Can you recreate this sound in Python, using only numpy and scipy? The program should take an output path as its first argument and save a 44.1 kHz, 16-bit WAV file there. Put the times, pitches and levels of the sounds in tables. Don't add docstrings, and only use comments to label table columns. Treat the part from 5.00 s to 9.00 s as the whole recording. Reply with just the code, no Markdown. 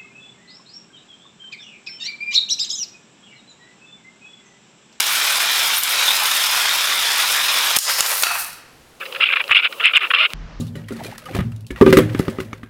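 import sys
import numpy as np
from scipy import signal
from scipy.fft import rfft, irfft, next_fast_len
from scipy.io import wavfile
from scipy.ndimage import uniform_filter1d, map_coordinates

SR = 44100
rng = np.random.default_rng(int(sys.argv[2]) if len(sys.argv) > 2 else 0)


def field_ratio(decibels):
    return 10 ** (np.asarray(decibels, dtype=float) / 20)


def store_pcm(level_fs):
    pcm = np.round(np.clip(level_fs, -1, 1) * 32767).astype(np.int16)
    wavfile.write(sys.argv[1], SR, np.atleast_2d(pcm).T)


N = 176400


def unit(x):
    return x / np.sqrt(np.mean(x ** 2) + 1e-20)


def along(points, hz):
    f, v = np.transpose(points)
    return np.interp(np.log(hz + 1), np.log(f + 1), v)


def curve(rows, axis=1):
    rows = np.array(rows)
    return np.interp(np.arange(N) / SR, rows[:, 0], rows[:, axis], left=-120, right=-120)


def wobble(rate):
    return map_coordinates(rng.standard_normal(4000), [np.arange(N) * rate / SR])


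def filtered(x, response):
    m = next_fast_len(len(x) + 8192)
    return irfft(rfft(x, m) * response(np.fft.rfftfreq(m, 1 / SR)), m)[:len(x)]


def coloured(x, colour):
    return filtered(x, lambda f: field_ratio(along(colour, f)))


def low_cut(x, hz):
    return filtered(x, lambda f: (1j * f / (hz + 1j * f)) ** 2)


def resonances(table):
    def peak(f, c, w, db):
        return field_ratio(db) * 1j * f * w / (c * c - f * f + 1j * f * w)
    return lambda f: sum((-1) ** k * peak(f, *row) for k, row in enumerate(table))


def contacts(rate, spread_db, hiss):
    chance, size = rng.random(N), rng.exponential(size=N)
    sign, slide = rng.standard_normal((2, N))
    impacts = (chance < rate / SR) * field_ratio(spread_db * np.minimum(size, 4)) * np.sign(sign)
    return unit(unit(impacts) + hiss * slide)


def patches(x, depth_db):
    z = signal.stft(x, nperseg=512)[2]
    field = uniform_filter1d(uniform_filter1d(rng.standard_normal(z.shape), 3, 0), 10, 1)
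    y = signal.istft(z * field_ratio(depth_db * unit(field)), nperseg=512)[1][:N]
    steady_s = .2
    return y / np.sqrt(np.abs(uniform_filter1d(y ** 2, round(steady_s * SR))) + 1e-20)


def ticks():
    taps_per_s, t60_s = 110, 0.0095
    starts = (rng.random(N) < taps_per_s / SR) * field_ratio(2.7 * np.minimum(rng.exponential(size=N), 3))
    bursts = signal.fftconvolve(starts, field_ratio(-60 * np.arange(2000) / SR / t60_s))[:N]
    return unit(bursts * rng.standard_normal(N))


def gliding(x, hz, width_hz):
    turn = 2 * np.pi * np.cumsum(hz) / SR
    slow = lambda v: filtered(v, lambda f: 1 / (1 + 2j * f / width_hz) ** 2)
    return unit(slow(x * np.cos(turn)) * np.cos(turn) + slow(x * np.sin(turn)) * np.sin(turn))


def rolling():
    # t/s, level/dB
    roll_level = [(0, -15), (.03, -15.5), (.14, -18.5), (.4, -18.5), (.6, -18), (.77, -20), (.8, -24.5),
                  (.9, -17), (1, -17), (1.3, -20), (1.6, -18), (1.9, -19.5), (2.2, -18), (2.4, -18.5),
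                  (2.6, -17.5), (2.755, -18.5), (2.775, -17)]
    # f/Hz, gain/dB
    roll_colour = [(59, -64), (100, -32), (373, -17.5), (991, -3), (1760, -3.5), (3470, -1), (7770, -12.5),
                   (12700, -25.5), (16000, -38)]
    # f/Hz, width/Hz, level/dB
    tin = [(990, 100, -37), (1395, 204, 9.5), (1920, 980, -26), (2780, 370, -38), (3113, 94, -24),
           (4685, 130, -9), (5200, 390, -5)]
    # t/s, upper ring f/Hz, upper share/dB, lower ring f/Hz, lower share/dB
    sing = [(0.0, 3530, -25, 2580, -35), (0.08, 3630, -18, 2340, -27), (0.15, 3460, -22, 2430, -11),
            (0.52, 3720, -13.5, 2480, -22), (0.67, 3380, -10.5, 2345, -17), (1.05, 3960, -14.5, 2340, -18),
            (1.09, 3500, -3, 2560, -21), (1.16, 4030, -19, 2520, -18), (1.44, 3370, -12, 2470, -21),
            (2.0, 3650, -16, 2460, -17), (2.04, 3300, -11, 2380, -17), (2.3, 3900, -19, 2400, -20),
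            (2.71, 3600, -19, 2530, -34), (2.77, 3670, -20, 2340, -16)]
    sing_width = (690, 400)

    def ring(column, width_hz, wobble_rate):
        patchy_db = 2.5 * wobble(wobble_rate)
        tone = gliding(drive, np.abs(curve(sing, axis=column)), width_hz)
        return field_ratio(curve(sing, axis=column + 1) + patchy_db) * tone

    unevenness_db = 0.46 * wobble(23.97) + 1.17 * wobble(90) + 0.15 * wobble(9.83)
    drive = contacts(2500, spread_db=1.5, hiss=0.7) * field_ratio(unevenness_db) + field_ratio(-12.5) * ticks()
    rattle = filtered(drive, lambda f: field_ratio(along(roll_colour, f)) * (1 + field_ratio(-1.9) * resonances(tin)(f)))
    upper = ring(1, sing_width[0], 13.6)
    lower = ring(3, sing_width[1], 14.2)
    return field_ratio(curve(roll_level) - 0.5) * (patches(rattle, depth_db=1.95) + upper + lower)


def gears():
    # t/s, level/dB
    gear_level = [(0, -19), (.4, -24.5), (.8, -22.5), (1.1, -22.5), (1.35, -22), (1.7, -24.5),
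                  (2.06, -25.5), (2.3, -22.5), (2.6, -24.5), (2.76, -23), (2.85, -15.5), (2.95, -20),
                  (3.15, -17), (3.23, -22), (3.27, -27), (3.39, -22.5), (3.48, -32), (3.62, -57)]
    # f/Hz, gain/dB
    gear_colour = [(2000, -46.5), (4000, 1), (4900, 1.5), (6000, 1.5), (7000, -2), (9000, 5), (13000, 4),
                   (17000, 3)]
    unevenness_db = 1.3 * wobble(22.66) + 1.7 * wobble(118) + 0.46 * wobble(32.2)
    drive = contacts(4000, spread_db=3.5, hiss=0.73) * field_ratio(unevenness_db)
    return field_ratio(curve(gear_level) - 1.0) * patches(coloured(drive, gear_colour), depth_db=1.5)


def knocks():
    # t/s, peak/dB, centre f/Hz, t60/s, thump/dB
    knock_list = [(0.0045, 4.5, 5000, 0.017, -53), (0.834, -1, 9900, 0.057, -51),
                  (1.2555, -2, 2550, 0.028, -57), (1.3132, -5.5, 2970, 0.056, -53),
                  (2.1184, -7, 3500, 0.025, -45), (2.7602, -7, 6950, 0.01, -35),
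                  (2.7639, 1.5, 6960, 0.062, -34), (2.7688, 3, 11000, 0.054, -9.5),
                  (2.7714, 0.5, 1490, 0.049, -36), (2.7871, 15, 6660, 0.026, -34),
                  (2.8935, 0, 2500, 0.04, -47), (2.896, -3, 2200, 0.1, -50),
                  (3.0063, 4.5, 4940, 0.03, -14.5), (3.061, -2.5, 5000, .06, -28),
                  (3.2236, 0, 10800, 0.028, -48), (3.235, 3, 3460, 0.022, -22),
                  (3.2673, -3.5, 1500, 0.023, -50), (3.182, -8, 10000, .02, -55),
                  (3.2, -7, 11000, .02, -57), (3.53, -20.5, 11000, 0.023, -66),
                  (0.152, -5.5, 2960, 0.15, -36), (0.307, -10, 3470, 0.1, -46),
                  (0.356, -6, 3800, 0.069, -43), (1.165, -8.5, 4700, .05, -50),
                  (1.366, -8, 5200, 0.064, -50), (0.978, -10, 3500, .05, -42),
                  (1.855, -8.5, 3600, 0.04, -50), (0.067, -4, 5400, 0.032, -50),
                  (0.1351, -10, 2210, 0.033, -48), (0.1997, -9, 2320, 0.033, -50),
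                  (0.24, -21, 2430, 0.018, -50), (1.4386, -5.5, 3060, 0.059, -50),
                  (1.8076, -11, 3460, .03, -50), (1.8971, -14, 1480, .03, -48),
                  (2.065, -16, 3300, 0.026, -50), (2.6612, -8, 3820, 0.028, -48),
                  (2.586, -5, 12000, .02, -50), (1.655, -7, 2390, 0.059, -52),
                  (1.692, -8, 3000, 0.034, -50)]
    # f/Hz, level/dB, t60/s
    body = [(872, -3, .03), (1290, 6, .04), (2580, 0, .08), (3480, -4, .05), (4090, -6, .04),
            (5300, -6, .04), (6900, -5, .05), (9790, -8, .025), (10800, -6, .02), (12700, -9, .02),
            (13830, -9, .02)]
    octaves, broad, thump_hz, ring_db = 0.98, 0.086, 440, -28
    out, t = np.zeros(N + SR), np.arange(SR // 4) / SR
    for s, db, hz, t60, thump_db in knock_list:
        def near(f):
            bump = np.exp(-np.log2((f + 1) / hz) ** 2 / (2 * octaves ** 2))
            return bump + broad * f / (f + 400)

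        decay = field_ratio(-60 * t / t60) + .8 * field_ratio(-60 * t / .008)
        attack = 1 - np.exp(-t / .0002)
        crack = unit(filtered(rng.standard_normal(len(t)), near)) * decay * attack
        ring = 0
        for f, level, d in body:
            fall = field_ratio(level + rng.normal(0, 1.7) - 60 * t / d)
            ring = ring + near(f) * fall * np.sin(2 * np.pi * f * t)
        u = 2 * np.pi * thump_hz * t
        thump = u * (1 - .3 * u) * np.exp(1 - u)
        hit = field_ratio(db - 9) * crack + field_ratio(db + ring_db) * ring + field_ratio(thump_db) * thump
        out[round(s * SR):][:len(t)] += hit
    return out[:N]


def squeal():
    # t/s, pitch f/Hz, level/dB
    whistle = [(0.761, 9200, -30), (0.766, 9200, -19), (0.774, 9200, -18), (0.7765, 10900, -27),
               (0.783, 12700, -19), (0.789, 14000, -17), (0.797, 13800, -30), (0.805, 13400, -21),
               (.82, 13800, -38)]
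    hz = curve(whistle) * (1 + .025 * wobble(900))
    level_db = curve(whistle, axis=2) + 4 * wobble(500)
    return field_ratio(level_db) * np.sin(2 * np.pi * np.cumsum(hz) / SR)


def slaps():
    # t/s, peak/dB
    slap_list = [
        (2.7707, -9),
        (2.8935, -14),
        (3.0065, -9),
        (3.0625, -17),
        (3.2340, -3),
        (3.2675, -11),
        (3.2705, -13),
        (3.3035, -13),
        (3.318, -14),
        (3.347, -16),
    ]
    # f/Hz, level/dB, t60/s
    slap_modes = [(870, -12, .025), (1370, -2, .03), (1980, -11, .02), (2580, -11, .09), (3400, -12, .02),
                  (4900, -12, .015)]
    out, t = np.zeros(N + SR), np.arange(SR // 8) / SR
    for s, db in slap_list:
        ring = 0
        for f, level, d in slap_modes:
            fall = field_ratio(level + rng.normal(0, 1.2) - 60 * t / d)
            detune = 1 + 0.018 * rng.normal()
            ring = ring + fall * np.sin(2 * np.pi * f * detune * t)
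        out[round(s * SR):][:len(t)] += field_ratio(db) * ring
    return low_cut(out[:N], 600)


def tumble():
    # t/s, level/dB
    spin_level = [(2.775, -29), (2.8, -16), (2.83, -19), (2.87, -16), (2.9, -20), (2.96, -23.5),
                  (3.02, -22), (3.1, -43)]
    # f/Hz, width/Hz, level/dB
    axle = [(4600, 1000, 0), (5200, 620, 4), (6900, 1200, -8)]
    # t/s, level/dB
    skid_level = [(2.80, -33), (2.885, -19), (2.9, -18), (2.95, -25), (3, -18.5), (3.06, -20),
                  (3.13, -19.5), (3.2, -30), (3.24, -20.5)]
    # f/Hz, gain/dB
    skid_colour = [(180, -48), (300, -24), (536, 0.5), (653, -3), (1330, 4), (1440, 0.5), (2000, 3),
                   (7000, -10), (9100, -34), (15400, -120)]
    # t/s, level/dB
    rock_level = [(3.232, -38), (3.25, -24), (3.28, -23.5), (3.31, -21.5), (3.35, -23), (3.42, -34.5),
                  (3.5, -43)]
    # f/Hz, width/Hz, level/dB
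    shell_peaks = [(703, 110, 1.5), (900, 280, 2), (1300, 340, 4.5), (1870, 300, 1), (2580, 145, 5.5)]
    spin = filtered(contacts(2200, spread_db=2.1, hiss=1.0), resonances(axle))
    skid = coloured(contacts(1800, spread_db=3.4, hiss=0.55) * field_ratio(2.9 * wobble(40)), skid_colour)
    rocking = contacts(1500, spread_db=1.8, hiss=0.92) * field_ratio(2.2 * wobble(45))
    rock = filtered(rocking, resonances(shell_peaks))
    buzz = field_ratio(curve(spin_level)) * unit(spin)
    scrape = field_ratio(curve(skid_level)) * patches(skid, depth_db=1.0)
    return buzz + scrape + field_ratio(curve(rock_level)) * unit(rock)


def axle_ring():
    # t/s, level/dB
    axle_ring_level = [(2.785, -36), (2.79, -24), (2.83, -20), (2.86, -25), (2.9, -35)]
    # f/Hz, width/Hz, level/dB
    axle_ring_peak = [(7000, 300, 0)]
    return field_ratio(curve(axle_ring_level)) * unit(filtered(rng.standard_normal(N), resonances(axle_ring_peak)))


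def room(x):
    # f/Hz, t60/s
    room_decay = [(200, 0.68), (1500, 0.82), (5000, 0.69), (14000, 0.25)]
    step = round(.25 * SR)
    out = np.zeros(N + 3 * SR)
    padded, fade = np.pad(x, (step, 2 * step)), np.hanning(2 * step)
    for i in range(0, N + step, step):
        hz, t, z = signal.stft(rng.standard_normal(3 * SR // 4), SR, nperseg=256)
        decay = field_ratio(-60 * t / along(room_decay, hz)[:, None])
        tail = signal.istft(z * decay, SR, nperseg=256)[1]
        wet = signal.fftconvolve(padded[i:i + 2 * step] * fade, tail / np.linalg.norm(tail))
        out[i:i + len(wet)] += wet
    return out[step - 150:][:N]


def quiet_floor():
    # f/Hz, gain/dB
    floor_colour = [(20, 4.5), (150, 1), (340, -1.5), (506, -1.5), (3000, -12), (11400, -20.5),
                    (15000, -27), (17500, -21.5)]
    return field_ratio(-47) * unit(coloured(rng.standard_normal(N), floor_colour))


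def scene():
    car = rolling() + gears() + squeal() + tumble() + axle_ring()
    hits, shell = knocks(), slaps()
    sent = field_ratio(-7) * car + field_ratio(-3) * hits + field_ratio(-12.5) * shell
    wet = room(low_cut(sent, 448))
    return (field_ratio(1.5) * car + hits + shell + wet + quiet_floor())[None]


def band_limit(x):
    return signal.sosfilt(signal.butter(12, 18060, fs=SR, output="sos"), x)


def record(dry):
    # f/Hz, gain/dB
    mic = [(20, -10), (90, -3.5), (14500, -1.5), (17500, -19.5)]
    # t/s, depth/dB
    ducks = [
        (0.005, 7),
        (0.785, 2),
        (0.834, 2.5),
        (2.765, 4.5),
        (2.77, 11.5),
        (2.787, 7),
        (2.894, -1.5),
        (3.009, 7),
        (3.224, -0.5),
        (3.236, 2.5),
    ]
    grab_s, let_go_s = .003, .1
    duck_db = np.zeros(N)
    for s, db in ducks:
        late = np.maximum(np.arange(N) / SR - s, 0)
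        duck_db += db * (1 - np.exp(-late / grab_s)) * np.exp(-late / let_go_s)
    heard = coloured(dry[0], mic) + field_ratio(-67) * rng.standard_normal(N)
    ducked = heard * field_ratio(-duck_db)
    limited = ducked / (1 + np.abs(ducked) ** 6) ** (1 / 6)
    mix = filtered(limited, lambda f: f < 17250)[None]
    return band_limit(mix)


dry = scene()
out = record(dry)
store_pcm(out)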